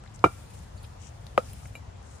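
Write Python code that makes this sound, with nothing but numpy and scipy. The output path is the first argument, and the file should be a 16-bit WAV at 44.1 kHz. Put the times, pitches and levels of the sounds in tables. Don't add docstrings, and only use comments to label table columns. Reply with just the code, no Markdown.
import sys
import numpy as np
from scipy import signal
from scipy.fft import rfft, irfft, next_fast_len
from scipy.io import wavfile
from scipy.ndimage import uniform_filter1d, map_coordinates

SR = 44100
rng = np.random.default_rng(int(sys.argv[2]) if len(sys.argv) > 2 else 0)


def level_to_linear(level):
    exponent = np.asarray(level, float) / 20
    return 10 ** exponent


def master(y):
    cut = np.clip(np.atleast_2d(y).T, -1, 1)
    pcm = np.round(cut * 32767)
    wavfile.write(sys.argv[1], SR, pcm.astype(np.int16))


N = 97020

WOOD_LAG_S = 0.00012


def unit(x):
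    return x / np.sqrt(np.mean(x ** 2) + 1e-20)


def along(points, hz):
    f, v = np.transpose(points)
    return np.interp(np.log(hz + 1), np.log(f + 1), v)


def wobble(rate):
    knots = rng.standard_normal(int(N * rate / SR) + 4)
    return map_coordinates(knots, [np.arange(N) * rate / SR])


def filtered(x, response):
    m = next_fast_len(x.shape[-1] + 4096)
    spectrum = rfft(x, m) * response(np.fft.rfftfreq(m, 1 / SR))
    return irfft(spectrum, m)[..., :x.shape[-1]]


def panned(x, pan_db):
    return np.atleast_2d(x) * level_to_linear(np.array([[pan_db / 2], [-pan_db / 2]]))


def add(out, s, x, pan_db):
    k = max(round(s * SR), 0)
    part = panned(np.atleast_2d(x)[:, :N - k], pan_db)
    out[:, k:k + part.shape[1]] += part


def swell(middle_s, length_s):
    t = np.arange(N) / SR
    return np.exp(-(2 * (t - middle_s) / length_s) ** 4)


def hiss(hz, octaves, size):
    def bell(f):
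        return np.exp(-(np.log2((f + 1) / hz) / octaves) ** 2 / 2)
    return unit(filtered(rng.standard_normal(size), bell))


def rush(spectrum, patchy_db):
    # (frequency [Hz], left-right likeness [-1 to 1])
    likeness = [(60, 0.92), (180, 0.97), (550, -0.33), (1650, 0.15), (4970, -0.084), (15000, 0.37)]
    z = signal.stft(rng.standard_normal((2, N)), nperseg=512)[2]
    field = uniform_filter1d(rng.standard_normal(z.shape[1:]), 6, 0)
    field = uniform_filter1d(field, 10, 1)
    pair = signal.istft(z * level_to_linear(patchy_db * unit(field)), nperseg=512)[1][:, :N]

    def mid_side_gain(hz):
        turn = np.arccos(np.clip(along(likeness, hz), -1, 1)) / 2
        return level_to_linear(along(spectrum, hz)) * [np.cos(turn), np.sin(turn)]

    mid, side = filtered(pair, mid_side_gain)
    return unit(np.array([mid + side, mid - side]))


def distance():
    # (frequency [Hz], density [dB per Hz])
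    rumble_curve = [(13, -51), (22, -29.5), (40, -9), (70, -2), (110, -4), (129, -7.5), (151, -13),
                    (172, -17.5), (300, -24.5), (390, -45), (660, -120)]
    # (frequency [Hz], density [dB per Hz])
    air_curve = [(120, -13.5), (200, -1.5), (263, -14), (312, -8), (531, -4.5), (711, -3.5), (2610, -19),
                 (6940, -22.5), (12000, -43), (15600, -85), (22000, -120)]
    rumble = level_to_linear(-45 + 1.18 * wobble(3.7)) * rush(rumble_curve, patchy_db=0.7)
    air = level_to_linear(-53.5 + 0.19 * wobble(6.26)) * rush(air_curve, patchy_db=1.1)
    return panned(rumble + air, 2.5)


def sing(x):
    # (frequency [Hz], width [Hz], lift [dB])
    steel_bands = [(5100, 60, 0), (7210, 50, 4), (9060, 46, 2), (11370, 33, 1.5)]
    return filtered(x, lambda f: 1 + sum(level_to_linear(db) / (1 + ((f - hz) / w) ** 2) for hz, w, db in steel_bands))


def drag():
    # (time [s], level [dB])
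    slide = [(0, -95), (.05, -74), (.235, -69), (.245, -57), (0.449, -61), (.63, -61.5), (.7, -69),
             (.85, -65.5), (1, -70), (1.2, -69.5), (1.37, -67), (1.385, -58), (1.55, -57), (1.74, -62),
             (1.79, -72), (1.95, -80), (2.1, -72), (2.2, -68)]
    # (frequency [Hz], density [dB per Hz])
    scrape_curve = [(1060, -38.5), (1800, -8), (2400, -2.5), (3900, -8), (9310, -4), (11000, -7.5),
                    (14300, -39), (22000, -120)]
    s, db = np.transpose(slide)
    unsteady_db = 1.4 * wobble(61) + 0.7 * wobble(14)
    loudness = level_to_linear(np.interp(np.arange(N) / SR, s, db) + unsteady_db)
    scrape = sing(rush(scrape_curve, patchy_db=0.6))
    top_band = level_to_linear(-9) * hiss(13400, 0.18, size=(2, N))
    return panned(loudness * (scrape + top_band), 2.5)


def grit():
    # (time [s], level [dB], centre [Hz], t60 [s], left over right [dB])
    ticks = [(0.0375, -46, 1250, 0.02, 5), (.038, -56, 2600, .012, 6), (.057, -62, 7000, .01, 9),
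             (0.038, -55.5, 6800, 0.01, 11), (.047, -49, 900, 0.018, 12), (0.0615, -56, 1900, 0.022, 15),
             (.076, -56, 3000, .015, 18), (.125, -61, 5000, .01, 9), (0.1415, -61, 7360, 0.052, 5),
             (.192, -54, 4860, 0.017, 18.5), (1.2661, -50, 4200, 0.025, 17.5),
             (1.2665, -49.5, 9900, .01, 6), (1.266, -50, 820, 0.04, 7), (1.5315, -45, 11001, 0.032, 4),
             (1.534, -50, 3000, 0.013, -4), (1.656, -47.5, 1870, 0.024, 3), (1.672, -53, 10000, .02, 4),
             (1.871, -60, 4700, .012, 4), (1.972, -63, 8000, .01, 6), (2.028, -61, 7000, .02, 8),
             (2.115, -61, 7500, .03, 8), (2.157, -61, 8000, .02, 8)]
    out, t = np.zeros((2, N)), np.arange(SR // 10) / SR
    for s, db, hz, t60, pan_db in ticks:
        add(out, s, level_to_linear(db - 60 * t / t60) * hiss(hz, 0.4, size=len(t)), pan_db)
    return out


def sleeves():
    # (middle [s], length [s], level [dB], centre [Hz], left over right [dB])
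    rustles = [
        (0.153, 0.026, -59.5, 7000, 15),
        (0.576, 0.059, -63, 7200, 10),
        (0.77, .04, -67, 9500, 1),
        (.843, 0.028, -57.5, 3500, -1),
        (.84, 0.03, -59, 10000, 0),
        (1.05, 0.095, -57, 6500, 11),
        (1.045, 0.08, -64, 2800, 12),
        (1.476, 0.079, -60, 5450, 4),
        (1.653, 0.062, -62, 6840, 11),
        (2.14, 0.2, -65, 7200, 12),
    ]
    out = np.zeros((2, N))
    for s, length, db, hz, pan_db in rustles:
        grain = unit(level_to_linear(2.5 * wobble(400)))
        add(out, 0, level_to_linear(db) * swell(s, length) * grain * hiss(hz, 0.328, size=(2, N)), pan_db)
    return out


def grip(hz, since_s):
    return level_to_linear(-1500 * np.maximum(since_s, 0) * (hz < 800))


def blow_noise(t):
    crack = level_to_linear(-23.5 - 60 * t / 0.005) * hiss(9500, 0.6, size=len(t))
    dust = level_to_linear(-29 - 60 * t / 0.094) * hiss(4410, 0.89, size=(2, len(t)))
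    rise = 1 - np.exp(-t / 0.00051)
    thud = level_to_linear(-13 - 60 * t / 0.043) * rise * hiss(900, 0.9, size=(2, len(t)))
    return thud + crack + dust


def struck(blows, modes, lag_s, held_s, turns, noise_db):
    out, t = np.zeros((2, N)), np.arange(SR // 2) / SR
    hz, t60, *swing = np.transpose(modes)[:, :, None]
    u = np.maximum(t - np.array([lag_s, 0])[:, None, None], 0)
    build_up = 1 - np.exp(-u * hz / turns)
    ring = np.array(swing) * level_to_linear(-60 * u / t60) * np.sin(2 * np.pi * hz * u) * build_up
    for s, db, edge_hz in blows:
        push = 1 / (1 + (hz / edge_hz) ** 2)
        tone = (ring * grip(hz, t + s - held_s) * push).sum(1)
        add(out, s, level_to_linear(db) * (tone + level_to_linear(noise_db) * blow_noise(t)), 0)
    return out


def first_landing():
    # (frequency [Hz], t60 [s], left swing [signed], right swing [signed])
    end_modes = [(113, 0.195, 0.054, 0.058), (166, 0.181, -0.125, -0.12), (314, 0.08, 0.613, 0.383),
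                 (408, 0.051, -0.672, -0.417), (513, 0.081, 0.143, 0.256), (688, 0.181, -0.037, 0.215),
                 (790, 0.018, 1.108, 2.118), (888, 0.072, 1.162, 1.814), (1163, 0.013, -3.457, -5.173),
                 (1273, 0.024, 2.067, 1.647), (1368, 0.095, 0.876, -1.162), (1433, 0.052, -2.301, -0.053),
                 (2366, 0.06, 0.952, -0.649), (2770, 0.024, 0.413, -0.415)]
    # (frequency [Hz], t60 [s], left swing [signed], right swing [signed])
    end_flat_modes = [(99, 0.054, 0.501, 0.466), (218, 0.017, 0.679, 0.596), (363, 0.016, 1.157, 0.943),
                      (431, 0.012, 2.025, 1.337), (582, 0.015, 0.412, 0.99), (760, 0.015, 1.062, -0.018),
                      (961, 0.06, -0.124, -0.127), (1217, 0.016, -0.505, -0.413),
                      (1350, 0.02, 1.61, -1.079), (1788, 0.007, 0.582, -0.679),
                      (2129, 0.021, 0.291, -0.182), (2861, 0.029, 0.413, 0.122)]
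    # (time [s], level [dB], hardness as where the push fades [Hz])
    end_blows = [
        (0.23996, -3.0, 860),
        (0.24164, -16.5, 8180),
        (0.24389, -20.6, 8180),
    ]
    # (time [s], level [dB], hardness as where the push fades [Hz])
    end_rebounds = [
        (0.24921, -9.0, 1460),
        (0.25491, -22.8, 8180),
        (0.25999, -9.5, 880),
        (0.26383, -16.4, 330),
        (0.268, -19.8, 770),
    ]
    knock = struck(end_blows, end_modes, WOOD_LAG_S, 0.273, turns=0.83, noise_db=-8)
    rebound = struck(end_rebounds, end_flat_modes, WOOD_LAG_S, 0.272, turns=1.11, noise_db=-12)
    return knock + rebound


def yard(x):
    # (frequency [Hz], t60 [s])
    yard_decay = [(200, 0.11), (1500, 0.16), (8000, 0.064)]
    hz, t, z = signal.stft(rng.standard_normal((2, SR // 4)), SR, nperseg=256)
    tail = signal.istft(z * level_to_linear(-60 * t / along(yard_decay, hz)[:, None]), SR, nperseg=256)[1]
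    late = np.pad(x, ((0, 0), (200, 0)))
    return signal.fftconvolve(late, tail / np.linalg.norm(tail[0]), axes=1)[:, :N]


def axe_head():
    # (time [s], level [dB], frequency [Hz], t60 [s])
    after_rings = [
        (.26, -48, 1366, .41),
        (.27, -58, 2340, .36),
        (.241, -45, 3756, .077),
        (.241, -47, 3020, .061),
        (.265, -45, 665, .11),
        (.241, -44, 2150, .07),
        (1.377, -54, 3914, .14),
        (1.377, -56, 5300, .07),
        (1.3775, -33, 3000, .014),
        (1.455, -57, 1200, .07),
    ]
    out, t = np.zeros((2, N)), np.arange(N) / SR
    for s, db, hz, t60 in after_rings:
        add(out, s, level_to_linear(db - 60 * t / t60) * hiss(hz, 0.028, size=N), 1)
    return out


def squeaks():
    # (middle [s], length [s], level [dB], frequency [Hz])
    rubs = [
        (.786, .027, -62, 4550),
        (.78, .014, -65, 3950),
        (.773, .02, -67, 7200),
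        (.837, .009, -61, 4700),
        (.842, .013, -60, 3600),
        (.851, .006, -60, 4800),
        (.848, .012, -60, 2500),
    ]
    out = np.zeros((2, N))
    for s, length, db, hz in rubs:
        add(out, 0, level_to_linear(db) * swell(s, length) * hiss(hz, 0.08, size=N), 1)
    return out


def second_landing():
    # (frequency [Hz], t60 [s], left swing [signed], right swing [signed])
    mid_modes = [(131, 0.107, 0.046, -0.009), (222, 0.111, -0.058, 0.001), (370, 0.013, 0.544, 0.053),
                 (504, 0.086, -0.105, -0.22), (564, 0.042, 1.004, 0.57), (632, 0.007, -2.262, -0.455),
                 (926, 0.021, -0.178, -0.198), (1261, 0.024, 0.503, 0.53), (1317, 0.092, 0.082, 0.016),
                 (1447, 0.01, -0.6, -0.596), (1983, 0.018, -0.08, -0.147), (2224, 0.007, -0.573, -0.51),
                 (2516, 0.007, -0.407, 0.295), (2745, 0.006, 0.623, 0.412)]
    # (frequency [Hz], t60 [s], left swing [signed], right swing [signed])
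    mid_flat_modes = [(640, 0.04, 0.843, -0.286), (1367, 0.081, -0.036, 0.185), (2335, 0.04, 0.049, -0.012)]
    # (time [s], level [dB], hardness as where the push fades [Hz])
    mid_blows = [
        (1.37662, -12.0, 750),
        (1.37733, -3.4, 1480),
        (1.37751, -8.1, 8180),
        (1.37993, -6.4, 1040),
    ]
    # (time [s], level [dB], hardness as where the push fades [Hz])
    mid_rebounds = [
        (1.39807, -22.0, 8180),
    ]
    knock = struck(mid_blows, mid_modes, WOOD_LAG_S, 1.395, turns=0.1, noise_db=-13)
    rebound = struck(mid_rebounds, mid_flat_modes, WOOD_LAG_S, 1.395, turns=0.1, noise_db=-15)
    return knock + rebound


def steel_flick():
    # (frequency [Hz], t60 [s], left swing [signed], right swing [signed])
    steel_modes = [(760, 0.011, 1.6, 0.57), (520, 0.019, -1.45, -.75), (1326, 0.036, 0.24, 0.28),
                   (2357, 0.059, -1.25, -.9), (2840, .05, .45, 0.47), (3920, .12, -0.17, -0.1),
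                   (7180, 0.17, 0.22, 0.17), (9160, .066, -0.21, -0.2), (11300, .14, 0.3, 0.26)]
    # (time [s], level [dB], hardness as where the push fades [Hz])
    flicks = [
        (1.7528, -36.5, 11000),
        (2, -59, 2600),
    ]
    return struck(flicks, steel_modes, WOOD_LAG_S * 0.21, 1.77, turns=0.52, noise_db=3.5)


def scene():
    quiet = distance() + drag() + grit() + sleeves() + axe_head() + squeaks()
    knocks = [first_landing(), second_landing(), steel_flick()]
    return sum(k + level_to_linear(-25) * yard(k) for k in knocks) + quiet


def low_pass(x):
    return signal.sosfilt(signal.butter(12, 15930, fs=SR, output="sos"), x)


def record(dry):
    # (frequency [Hz], gain [dB])
    mic_curve = [(22, -10), (40, 0), (11350, 0), (11650, -30), (12750, -30), (13050, 0), (14900, 0),
                 (15400, -20)]
    heard = filtered(dry, lambda hz: level_to_linear(along(mic_curve, hz)))
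    mix = heard / (1 + np.abs(heard) ** 6) ** (1 / 6)
    return low_pass(mix)


dry = scene()
out = record(dry)
master(out)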